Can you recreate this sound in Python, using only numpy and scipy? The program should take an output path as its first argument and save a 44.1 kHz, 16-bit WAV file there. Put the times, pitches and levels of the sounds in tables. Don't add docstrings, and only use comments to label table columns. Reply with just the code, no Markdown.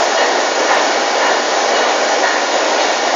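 import sys
import numpy as np
from scipy import signal
from scipy.fft import rfft, irfft
from scipy.io import wavfile
from scipy.ndimage import uniform_filter1d

SR = 44100
rng = np.random.default_rng(int(sys.argv[2]) if len(sys.argv) > 2 else 0)


def bounce(signal):
    frames = np.transpose(np.atleast_2d(signal))
    limited = np.clip(frames, -1, 1)
    pcm = np.round(limited * 32767).astype(np.int16)
    wavfile.write(sys.argv[1], SR, pcm)


def level_to_linear(level):
    exponent = np.asarray(level, float) / 20
    return 10 ** exponent


N = 138915
BIN_HZ = np.fft.rfftfreq(N, 1 / SR)
OCTAVES_BELOW_8K = np.log2(8000 / (BIN_HZ + 100))


def evened(x):
    return x / np.sqrt(np.mean(x ** 2) + 1e-20)


def wander(count, size):
    return evened(uniform_filter1d(rng.standard_normal(count), size=size))


def read(points, hz):
    table_hz, value = np.transpose(points)
    return np.interp(np.log(hz + 1), np.log(table_hz + 1), value)


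def coloured(x, gain_db):
    return irfft(rfft(x) * level_to_linear(gain_db), N)


def resonate(x, hz, width):
    steadiness = .3
    carrier = np.exp(2j * np.pi * np.cumsum(hz * np.ones(N)) / SR)
    decay = np.exp(-np.pi * width / SR)
    envelope = signal.lfilter([1], [1, -2 * decay, decay * decay], x / carrier)
    envelope = envelope / (abs(envelope) + 1e-9) ** steadiness
    return evened((carrier * envelope).real)


def swell(start, rise, t60):
    t = np.maximum(np.arange(N) / SR - start + rise, 0)
    return (1 - np.exp(-(t / rise) ** 2)) * level_to_linear(-60 * t / t60)


def ticks(table, gain_db):
    out = np.zeros(N)
    for start, db in table:
        place = min(round((start + .0004) * SR), N - 1)
        out[place] += rng.choice([-1, 1]) * level_to_linear(db + gain_db)
    return out


# (time [s], level [dB])
ROLLER_LOAD = [(0, -16.5), (.2, -17.5), (.44, -17), (.5, -21), (.6, -18), (.72, -16), (1.02, -18.5),
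               (1.28, -17.5), (1.43, -20), (1.52, -17), (2.15, -17.5), (2.26, -19), (2.5, -19.5),
               (2.56, -17.5), (2.93, -16.5), (3.02, -20), (3.07, -17.5), (3.15, -17.5)]
# (frequency [Hz], density [dB per Hz])
ROLLER_SPECTRUM = [(76, -71.5), (130, -76), (285, -10), (634, 1.5), (1260, -11.5), (1840, -11.5),
                   (2450, -16.5), (5920, -16.5), (7000, -18), (9100, -61.5), (15400, -120)]


def rumble():
    low_share, high_share, turnover_hz = 1, .25, 2000
    patch_db, flicker_db = 1, 0.1
    window, hop = 512, 128
    frames, hz = N // hop + 5, np.fft.rfftfreq(window, 1 / SR)
    real, imag, patches = rng.standard_normal((frames, len(hz), 3)).T
    patches = uniform_filter1d(patches, size=5, axis=0)
    patches = evened(uniform_filter1d(patches, size=24, axis=1))

    t, load_db = np.transpose(ROLLER_LOAD)
    swing_db = np.interp(np.arange(frames) * hop / SR, t, load_db - load_db.mean())
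    swing_db = swing_db + flicker_db * wander(frames, 8)
    share = high_share + (low_share - high_share) / (1 + (hz / turnover_hz) ** 2)
    field_db = read(ROLLER_SPECTRUM, np.minimum(hz, 6900))[:, None]
    field_db = field_db + share[:, None] * swing_db + patch_db * patches
    spectrum = (real + 1j * imag) * level_to_linear(field_db)
    noise = signal.istft(spectrum, nperseg=window, noverlap=window - hop)[1][:N]
    return level_to_linear(load_db.mean() + 1.5) * evened(noise)


# (multiple of the mesh rate [1], level [dB])
TOOTH_HARMONICS = [(3.03, -1.5), (3.97, -3), (6.06, -5), (7, -16), (8, -11), (9, -7.5), (10, -19.5)]
# (frequency [Hz], width [Hz], level [dB])
CASING_MODES = [(997, 240, 0.5), (1480, 1430, -0.5), (1747, 56, -5), (1829, 34, -4.5), (2218, 37, -13)]
# (time [s], fourth harmonic [dB], third [dB], upper harmonics [dB], casing [dB])
SHAFT_TURNS = [
    (.18, -21, -36, -20, -26),
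    (0.698, -26, -32, -30, -18.5),
    (1.23, -30.5, -24, -24, -20),
    (1.758, -43.5, -25, -19, -25),
    (2.245, -18, -25.5, -30, -22),
    (2.8, -29, -51, -23.5, -40),
]


def gears():
    mesh_hz, mesh_width_hz, speed_wander = 474, 23, .007
    rise_s, t60_s, rest_db = .03, .6, -34
    upper_t60_s, upper_rest_db = 0.42, -35.5
    mesh = mesh_hz * (1 + speed_wander * wander(N, 6000))
    fourth, third, casing = np.full((3, N), level_to_linear(rest_db))
    upper = np.full(N, level_to_linear(upper_rest_db))
    for start, fourth_db, third_db, upper_db, casing_db in SHAFT_TURNS:
        grind = swell(start, rise_s, t60_s)
        fourth += level_to_linear(fourth_db) * grind
        third += level_to_linear(third_db) * grind
        casing += level_to_linear(casing_db) * grind
        upper += level_to_linear(upper_db) * swell(start, rise_s, upper_t60_s)

    out = np.zeros(N)
    levels = [third, fourth] + [upper] * len(TOOTH_HARMONICS)
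    for (multiple, db), level in zip(TOOTH_HARMONICS, levels):
        width = mesh_width_hz * np.sqrt(multiple)
        out += level_to_linear(db) * level * resonate(rng.standard_normal(N), multiple * mesh, width)
    for hz, width, db in CASING_MODES:
        out += level_to_linear(db) * casing * resonate(rng.standard_normal(N), hz, width)
    return out


# (frequency [Hz], width [Hz], level [dB])
MACHINE_HUMS = [(151, 6.6, -60.5), (251.7, 29, -44), (300, 12, -40.5), (640, 15, -37), (800, 60, -29.5),
                (2255, 46, -37)]


def drones():
    waver_db = 1.5
    out = np.zeros(N)
    for hz, width, db in MACHINE_HUMS:
        level = level_to_linear(db + waver_db * wander(N, 8000))
        out += level * resonate(rng.standard_normal(N), hz, width)
    return out


# (frequency [Hz], gain [dB])
LOW_LIMIT = [(20, -36), (70, -30), (105, -23), (150, -6), (220, 1)]
# (frequency [Hz], gain [dB])
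HIGH_LIMIT = [(6950, 1.5), (7300, -14.5), (7800, -34), (8150, -56.5), (8500, -33.5), (9150, -46),
              (9400, -100)]


def limited(x):
    ceiling, knee = .68, 8
    held = x / (1 + abs(x / ceiling) ** knee) ** (1 / knee)
    return coloured(held, (read(LOW_LIMIT, BIN_HZ) + read(HIGH_LIMIT, BIN_HZ)) / 2)


# (time [s], level [dB])
OVERLOAD_PEAKS = [(0.028, -50.5), (0.0423, -26), (0.218, -46.5), (0.607, -31), (0.7123, -38.5),
                  (0.7106, -38.5), (0.7148, -35.5), (0.7672, -38), (0.7826, -47.5), (0.85, -32.5),
                  (0.9448, -61), (1.1402, -30.5), (1.2685, -27), (1.3016, -43.5), (1.7025, -55.5),
                  (2.2343, -42), (2.2623, -48.5), (2.804, -36.5), (3.1464, -33.5)]


def overload_crackle():
    tilt_db = 2.4
    return coloured(ticks(OVERLOAD_PEAKS, 9.5), tilt_db * OCTAVES_BELOW_8K)


# (time [s], level [dB], pitch [Hz])
BAR_DROPS = [(.045, -52, 640), (0.208, -20, 800), (.6, -19.5, 464), (0.707, -15, 774), (0.771, -23, 924),
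             (0.951, -18, 525), (1.151, -20, 542), (1.255, -21.5, 903), (1.3, -18, 618), (1.69, -18.5, 748),
             (2.236, -19.5, 640), (2.541, -20, 697), (2.652, -23.5, 980), (2.802, -24, 790)]


def clanks():
    width_hz, rise_s, t60_s = 143, 0.0041, 0.25
    out = np.zeros(N)
    for start, db, hz in BAR_DROPS:
        noise = rng.standard_normal(N)
        ring = resonate(noise, hz, width_hz)
        ring = ring + level_to_linear(-7.5) * resonate(noise, 2.5 * hz, 2 * width_hz)
        out += level_to_linear(db) * swell(start, rise_s, t60_s) * ring
    return out


# (time [s], level [dB])
JOIN_KNOCKS = [
    (.075, -50),
    (.115, -49),
    (1.69, -30),
    (1.775, -46.5),
    (2.63, -44),
]


def join_thumps():
    top_hz, foot_hz = 170, 71
    top_loss = 1 + (BIN_HZ / top_hz) ** 6
    foot_loss = 1 + (foot_hz / (BIN_HZ + 1)) ** 2
    return coloured(ticks(JOIN_KNOCKS, 30), -10 * np.log10(top_loss * foot_loss))


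# (time [s], level [dB])
BLOCK_JOINS = [(0.078, -38), (0.158, -54.5), (0.2753, -46.5), (0.3557, -43), (0.3945, -34), (0.4768, -54.5),
               (0.636, -37), (0.7467, -25), (0.7978, -44), (0.9961, -48), (1.2774, -54.5), (1.6837, -35.5),
               (1.914, -39), (1.9966, -50.5), (2.3895, -66), (2.9183, -32)]


def join_ticks():
    tilt_db, top_hz = -2, 8700
    edge_db = -10 * np.log10(1 + (BIN_HZ / top_hz) ** 50)
    return coloured(ticks(BLOCK_JOINS, 20), tilt_db * OCTAVES_BELOW_8K + edge_db)


def scene():
    return (rumble() + gears() + drones() + clanks())[None]


def low_pass(x):
    return signal.sosfilt(signal.butter(12, 15830, fs=SR, output="sos"), x)


def record(dry):
    x = limited(limited(dry[0]))
    x = x + overload_crackle() + join_thumps() + join_ticks()
    return low_pass(x[None])


dry = scene()
out = record(dry)
bounce(out)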